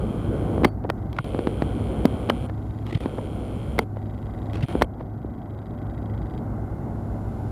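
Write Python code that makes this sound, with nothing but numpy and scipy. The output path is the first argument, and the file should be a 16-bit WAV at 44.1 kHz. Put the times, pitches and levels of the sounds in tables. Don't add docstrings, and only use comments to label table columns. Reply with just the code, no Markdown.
import sys
import numpy as np
from scipy import signal
from scipy.fft import rfft, irfft, next_fast_len
from scipy.io import wavfile
from scipy.ndimage import uniform_filter1d, map_coordinates

SR = 44100
rng = np.random.default_rng(int(sys.argv[2]) if len(sys.argv) > 2 else 0)


def wav_record(signal):
    frames = np.transpose(np.atleast_2d(signal))
    bounded = np.clip(frames, -1, 1)
    quanta = np.round(bounded * 32767).astype(np.int16)
    wavfile.write(sys.argv[1], SR, quanta)


N = 331191
T = np.arange(N) / SR


def amp(db):
    return 10 ** (np.asarray(db) / 20)


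def unit(x):
    return x / np.sqrt(np.mean(x ** 2) + 1e-20)


def shape(points):
    freq_hz, gain_db = np.transpose(points)
    return lambda hz: amp(np.interp(np.log(hz + 1), np.log(freq_hz), gain_db))


def modes(rows):
    return lambda f: sum((-1) ** k * amp(db) * 1j * f * width / (hz * hz - f * f + 1j * f * width)
                         for k, (hz, width, db) in enumerate(rows))


def curves(rows):
    times, *columns = np.transpose(rows)
    return [np.interp(T, times, column) for column in columns]


def wobble(rate):
    return map_coordinates(rng.standard_normal(int(N * rate / SR) + 4), [T * rate])


def gate(start, end, edge):
    return np.clip((T - start) / edge + .5, 0, 1) * np.clip((end - T) / edge + .5, 0, 1)


def filtered(x, response):
    size = next_fast_len(N + SR // 2)
    return irfft(rfft(x, size) * response(np.fft.rfftfreq(size, 1 / SR)), size)[:N]


def rush(spectrum, patchy_db):
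    bands = signal.stft(rng.standard_normal(N), nperseg=1024)[2]
    patches = uniform_filter1d(uniform_filter1d(rng.standard_normal(bands.shape), 5, 0), 10, 1)
    patchy = signal.istft(bands * amp(patchy_db * unit(patches)), nperseg=1024)[1][:N]
    return unit(filtered(patchy, shape(spectrum)))


def impulses(times, sizes):
    return np.bincount(np.abs(times * SR).astype(int), sizes, N)[:N]


def add(track, start_s, sound):
    part = track[round(start_s * SR):][:len(sound)]
    part += sound[:len(part)]


def sinking(share, recover_db_per_s):
    sunk_db = np.zeros(N)
    for start, end, _, _, sink_db in ZOOM_PUSHES:
        recovering_db = np.maximum(share * sink_db - recover_db_per_s * (T - end), 0)
        sunk_db = sunk_db * (T < start) + (T > end) * recovering_db
    return uniform_filter1d(sunk_db, SR // 50)


# freq_hz, gain_db
HISS_SPECTRUM = [(500, 12.5), (2500, 9.5), (4000, 6), (6500, -1), (7300, 7), (7900, -9), (8400, 0.5),
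                 (11500, 2), (13000, -8), (15000, -13)]
# pitch_hz, level_db, waver_hz
WHISTLES = [(750, -56, 2.4), (1534, -69, 4.5), (7280, -99, 1.1), (11750, -78, 32)]

def electronics(hiss_db=-52.5, zooming_db=-9):
    whistles = sum(amp(db) * np.sin(2 * np.pi * np.cumsum(hz + waver * wobble(120)) / SR)
                   for hz, db, waver in WHISTLES)
    hiss = unit(filtered(rng.standard_normal(N), shape(HISS_SPECTRUM)))
    zooming = sum(gate(start, end, .02) for start, end, *_ in ZOOM_PUSHES)
    sunk_db = sinking(share=2.73, recover_db_per_s=8)
    return amp(hiss_db + zooming_db * zooming - sunk_db) * hiss + whistles


# time_s, rumble_db, wheel_db
TRAIN_SWELLS = [(0.15, -35.5, -40), (0.4, -32.5, -36), (1.05, -35, -37.5), (1.4, -41, -41.5),
                (1.8, -33.5, -37), (2.5, -37, -39.5), (3.15, -38, -42.5), (4.6, -37, -38.5),
                (5.2, -37, -38), (7.5, -37, -40)]
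# freq_hz, gain_db
SPAN_SPECTRUM = [(15, -38), (30, -6), (42, -10), (62, 3.5), (85, -7), (130, -4), (190, -9.5), (235, -5.5),
                 (280, -12.5), (360, -16.5), (480, -30), (900, -67.5)]
# freq_hz, gain_db
WHEEL_SPECTRUM = [(150, -10), (300, 6), (450, -1), (560, -3), (660, -1.5), (760, -1.5), (950, -7.5),
                  (1200, -15), (1500, -14.5), (1700, -27.5), (2100, -22.5), (2500, -51), (5000, -49.5)]
# pitch_hz, width_hz, gain_db
GIRDER_MODES = [(563, 60, 0), (749, 86, -1.5), (1095, 132, -9.5), (1460, 260, -16)]

def train(bass_sink_share=0.72):
    rumble_db, wheel_db = curves(TRAIN_SWELLS)
    sunk_db = sinking(share=0.72, recover_db_per_s=5)
    spans = amp(rumble_db + 7 - bass_sink_share * sunk_db) * rush(SPAN_SPECTRUM, patchy_db=-0.44)
    wheels = amp(wheel_db - sunk_db) * rush(WHEEL_SPECTRUM, patchy_db=1.0)
    girders = amp(wheel_db - 7 - sunk_db) * unit(filtered(rng.standard_normal(N), modes(GIRDER_MODES)))
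    return (spans + wheels + girders) * amp(.5 * wobble(7))


# time_s, level_db
DIESEL_FADES = [(0.0, -33.2), (0.35, -29.5), (1.35, -37.5), (1.85, -31), (2.2, -37), (2.5, -31.4),
                (3.5, -37.5), (4.55, -34.5), (5.0, -40), (6.0, -33), (6.75, -32.5), (7.5, -33.5)]
# multiple, gain_db
DIESEL_HARMONICS = [(1, 2.5), (2, -21), (3, -13), (4, -19)]

def diesel(firing_hz=103.53, drift=0.00514):
    phase = 2 * np.pi * np.cumsum(firing_hz * (1 + drift * wobble(5))) / SR
    tone = sum(amp(db + 2.03 * wobble(9.8)) * np.sin(k * phase) for k, db in DIESEL_HARMONICS)
    return amp(curves(DIESEL_FADES)[0]) * unit(tone)


# pitch_hz, width_hz, gain_db
FOCUS_MODES = [(1970, 150, 4.5), (3280, 160, -1.5), (3790, 150, -4), (4800, 100, -8.5), (7160, 820, -24)]
# start_s, end_s, relative_start_db
FOCUS_HUNTS = [(.96, 1.13, -54), (2.514, 2.88, -52), (3.987, 4.56, -50), (4.91, 6.4, -57)]

def focus_drive(frame_hz=25, second_step_s=0.0095, scatter_s=0.00054, uneven_db=2.2, swell_db_per_s=8):
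    frames = 0.018 + np.arange(0, T[-1] - .1, 1 / frame_hz)
    chance = rng.standard_normal((len(frames), 3))
    times = np.concatenate([frames, frames + second_step_s + scatter_s * chance[:, 0]])
    steps = impulses(times, amp(uneven_db * chance[:, 1:].T.ravel()))
    scrape = signal.fftconvolve(steps, np.exp(-T[:SR // 50] / .002))[:N] * rng.standard_normal(N)
    effort = sum(gate(start, end, .02) * amp(db + swell_db_per_s * (T - start))
                 for start, end, db in FOCUS_HUNTS)
    return effort * amp(-14.5) * unit(filtered(unit(steps) + unit(scrape), modes(FOCUS_MODES)))


def struck(force, spectrum, tilt_db, size=4096):
    hz = np.fft.rfftfreq(size, 1 / SR)
    octaves = np.log2(np.maximum(hz, 500) / 500)
    cepstrum = irfft(np.log(shape(spectrum)(hz) * amp(tilt_db * octaves)))
    cepstrum[1:size // 2] *= 2
    cepstrum[size // 2 + 1:] = 0
    hit = irfft(np.exp(rfft(cepstrum)) * rfft(force, size))
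    return hit / np.abs(hit).max()


# freq_hz, gain_db
KNOCK_SPECTRUM = [(25, -32), (70, -12), (130, -0.5), (260, 7.5), (480, -1), (800, -8.5), (1500, -23),
                  (3000, -37), (4500, -46.5), (7000, -72), (15000, -79)]

def knock(tilt_db, rebound=0.057, contact_s=0.001446):
    t = T[:SR // 20]
    push = (t == 0) + .045 * rng.standard_normal(len(t)) * np.exp(-t / .004)
    push[round(contact_s * SR)] -= rebound
    return amp(-3) * struck(push, KNOCK_SPECTRUM, tilt_db)


def chatter_burst(chatter_s, ripple_db=2, size=4096):
    hz = np.fft.rfftfreq(size, 1 / SR)
    lateness, strength = (map_coordinates(rng.standard_normal(SR // 200), [hz / 200]) for _ in range(2))
    delay_s = chatter_s * (.15 + np.abs(lateness) / 2)
    phase = 2 * np.pi * np.cumsum(delay_s) * hz[1]
    return irfft(amp(ripple_db * strength) * np.exp(-1j * phase))[:size // 2]


# freq_hz, gain_db
CLACK_SPECTRUM = [(40, 2), (150, 0.5), (500, 6), (900, 2), (1300, -2.5), (1650, -7.5), (2150, -8),
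                  (2600, -17.5), (3300, -14.5), (4500, -21), (5600, -26.5), (7000, -35.5), (10000, -32),
                  (15000, -35.5)]

def clack(chatter_s, tilt_db, ring_hz, low_hz, ring=0.37, rise_s=0.00032, t60_s=0.018):
    t = T[:SR // 20]
    small_part = signal.butter(4, low_hz, "highpass", fs=SR)
    contacts = signal.lfilter(*small_part, chatter_burst(chatter_s))
    envelope = ring * (1 - np.exp(-t / rise_s)) * amp(-60 * t / t60_s)
    return struck(contacts, CLACK_SPECTRUM, tilt_db)[:len(t)] + envelope * np.sin(2 * np.pi * ring_hz * t)


# start_s, level_db, chatter_s, tilt_db_per_octave, ring_hz, ring_share
CASE_CLACKS = [(.645, -4, 0.00707, 1.3, 2060, .6), (.847, -17, 0.012, -10, 673, 1),
               (0.8995, -9.5, 0.0035, 0, 1820, 0.28), (2.054, -13.5, 0.0025, 3.5, 400, 0.36),
               (2.297, -5, 0.0055, -0.5, 3020, 0.3), (2.495, -22.5, 0.0055, -2, 1730, 0.2),
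               (3.181, -18.5, 0.0074, -6, 507, 0.69), (3.7889, -4.5, .004, 2.5, 2110, 0.46),
               (3.968, -25.5, 0.0046, -5, 613, 0.67), (4.8197, -2, 0.00586, -0.26, 1250, 0.25),
               (5.004, -25, .012, -6, 646, 1)]
# start_s, relative_db, tilt_db_per_octave
CASE_KNOCKS = [(.580, -8, -1.5), (.621, -9, -1), (.635, -7.5, 2.5), (.652, 1, 3), (1.347, -10, 2),
               (1.391, -8.5, 3), (1.472, -4.5, 3.5), (1.622, -5, 4), (2.053, 1, -5), (3.059, -8, 2),
               (3.794, -9, -0.5), (4.7531, -5, -0.5), (5.247, -18.5, -8)]

def handling(slip_lead_s=.006, slip_db=-6):
    out = np.zeros(N)
    for start, db, chatter_s, tilt_db, ring_hz, ring in CASE_CLACKS:
        add(out, start - slip_lead_s, amp(db + slip_db) * knock(tilt_db=4))
        add(out, start, amp(db) * clack(chatter_s, tilt_db, ring_hz, low_hz=179, ring=ring))
    for start, db, tilt_db in CASE_KNOCKS:
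        add(out, start, amp(db) * knock(tilt_db))
    return out


def spring(start_s=.65, ring_hz=4520, level_db=-46, t60_s=0.18, rise_s=0.008):
    out, t = np.zeros(N), T[:SR // 5]
    phase = 2 * np.pi * ring_hz * t + .7 * wobble(200)[:len(t)]
    envelope = amp(level_db - 60 * t / t60_s) * (1 - np.exp(-t / rise_s))
    add(out, start_s, envelope * np.sin(phase))
    return out


ENGAGE_S = .058
# touch_s, press_s, jerk_db, rattle_db, chatter_s, ring_hz
ROCKER_PRESSES = [(1.129, 1.186, -19, -14.5, 0.0032, 1430), (2.866, 2.947, -13, -28.5, 0.012, 3100),
                  (4.533, 4.626, -13, -29, 0.012, 2700)]

def rocker_scuffs(rub_db=-28.5, grit_db=6.5, slide_on_s=0.107):
    rubbing = sum(amp(jerk_db + rub_db) * gate(touch - .008, press + slide_on_s, 0.02)
                  for touch, press, jerk_db, *_ in ROCKER_PRESSES)
    skin_spectrum = [(300, 23), (1500, 6.5), (3500, 0.5), (6000, -14), (10000, -19), (15000, -37)]
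    return rubbing * rush(skin_spectrum, patchy_db=2.5) * amp(grit_db * wobble(210))


def rocker_jerks(sway_hz=125, shove_s=0.0159, motor_lag_s=0.0027, tick_db=-31.5):
    out, t = np.zeros(N), T[:SR // 20]
    shove = -np.sin(2 * np.pi * sway_hz * t) * np.sin(np.pi * np.minimum(t / shove_s, 1))
    for touch, press, jerk_db, rattle_db, chatter_s, ring_hz in ROCKER_PRESSES:
        rattle = clack(chatter_s, tilt_db=-6.5, ring_hz=ring_hz, low_hz=.85 * ring_hz, ring=0.92)
        add(out, press, amp(rattle_db) * rattle)
        add(out, press + motor_lag_s, amp(jerk_db) * shove)
        for start in touch, press + ENGAGE_S:
            add(out, start, amp(tick_db) * clack(0.00188, tilt_db=2.5, ring_hz=3220, low_hz=910))
    return out


# pitch_hz, width_hz, gain_db
GEAR_MODES = [(2230, 330, 13), (2870, 1000, 10), (3180, 220, 17.5), (4210, 200, -2), (4830, 240, -4.5)]
# pitch_hz, width_hz, gain_db
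BRUSH_MODES = [(7540, 300, -5.5), (8200, 280, -4.5), (9420, 240, 6), (10770, 450, -5.5), (12750, 550, -12)]
# freq_hz, gain_db
GROWL_SPECTRUM = [(40, -26), (65, -1), (130, -3), (280, -4.5), (500, -3), (800, -24), (1400, -24),
                  (2200, -55), (5000, -96.5)]
# start_s, end_s, buzz_db, growl_db, sink_db
ZOOM_PUSHES = [(-.3, 0.691, -55.5, -31, 8.5), (1.242, 2.468, -53, -34, 5.5), (3.002, 3.839, -56, -36, 7),
               (4.686, 4.849, -52.5, -32.5, 11)]

def zoom_motor(tooth_hz=133.7, overshoot=0.055, settle_s=.12, tooth_decay_s=0.0014):
    buzz_gain, growl_gain, speed = np.zeros(N), np.zeros(N), np.ones(N)
    for start, end, buzz_db, growl_db, _ in ZOOM_PUSHES:
        running = gate(start, end, 0.0027)
        surge = np.exp(-np.abs(T - start) / settle_s)
        buzz_gain += running * amp(buzz_db + surge)
        buzz_gain += gate(start - .06, start, .008) * amp(buzz_db - 5)
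        growl_gain += running * amp(growl_db)
        speed += running * overshoot * surge
    teeth_passed = np.cumsum(tooth_hz * (speed + .002 * wobble(12))) / SR
    mesh = np.exp(-(teeth_passed % 1) / tooth_hz / tooth_decay_s)
    bite_times = np.flatnonzero(np.diff(np.floor(teeth_passed))) / SR
    chance = rng.standard_normal((len(bite_times), 2))
    alternate_db = 1.8 * (-1) ** np.arange(len(bite_times))
    bites = unit(impulses(bite_times + .00012 * chance[:, 1], amp(alternate_db + 0.98 * chance[:, 0])))
    grind = amp(-3) * unit((mesh + 1) * rng.standard_normal(N))
    teeth = unit(filtered(bites + grind, modes(GEAR_MODES)))
    fizz = (1 + 1.8 * mesh) * rng.standard_normal(N)
    brushes = unit(filtered(fizz, lambda f: modes(BRUSH_MODES)(f) * f ** 2 / (f ** 2 + 6000 ** 2)))
    growl = amp(0.81 * wobble(25.34)) * rush(GROWL_SPECTRUM, patchy_db=2.5)
    return buzz_gain * (teeth + amp(-9) * brushes) + growl_gain * growl


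def scene(dip_db=-14):
    dips = sum(gate(press + 0.03, press + ENGAGE_S, 0.0023) for _, press, *_ in ROCKER_PRESSES)
    background = (train() + diesel() + electronics() + rocker_scuffs()) * amp(dip_db * dips)
    return (background + zoom_motor() + focus_drive() + handling() + spring() + rocker_jerks())[None]


def record(dry, low_hz=34, top_hz=15200):
    rounded = dry[0] / (1 + np.abs(dry[0]) ** 8) ** (1 / 8)
    bass_cut = signal.butter(4, low_hz, "highpass", fs=SR, output="sos")
    return filtered(signal.sosfilt(bass_cut, rounded), lambda hz: hz < top_hz)[None]


dry = scene()
out = record(dry)
wav_record(out)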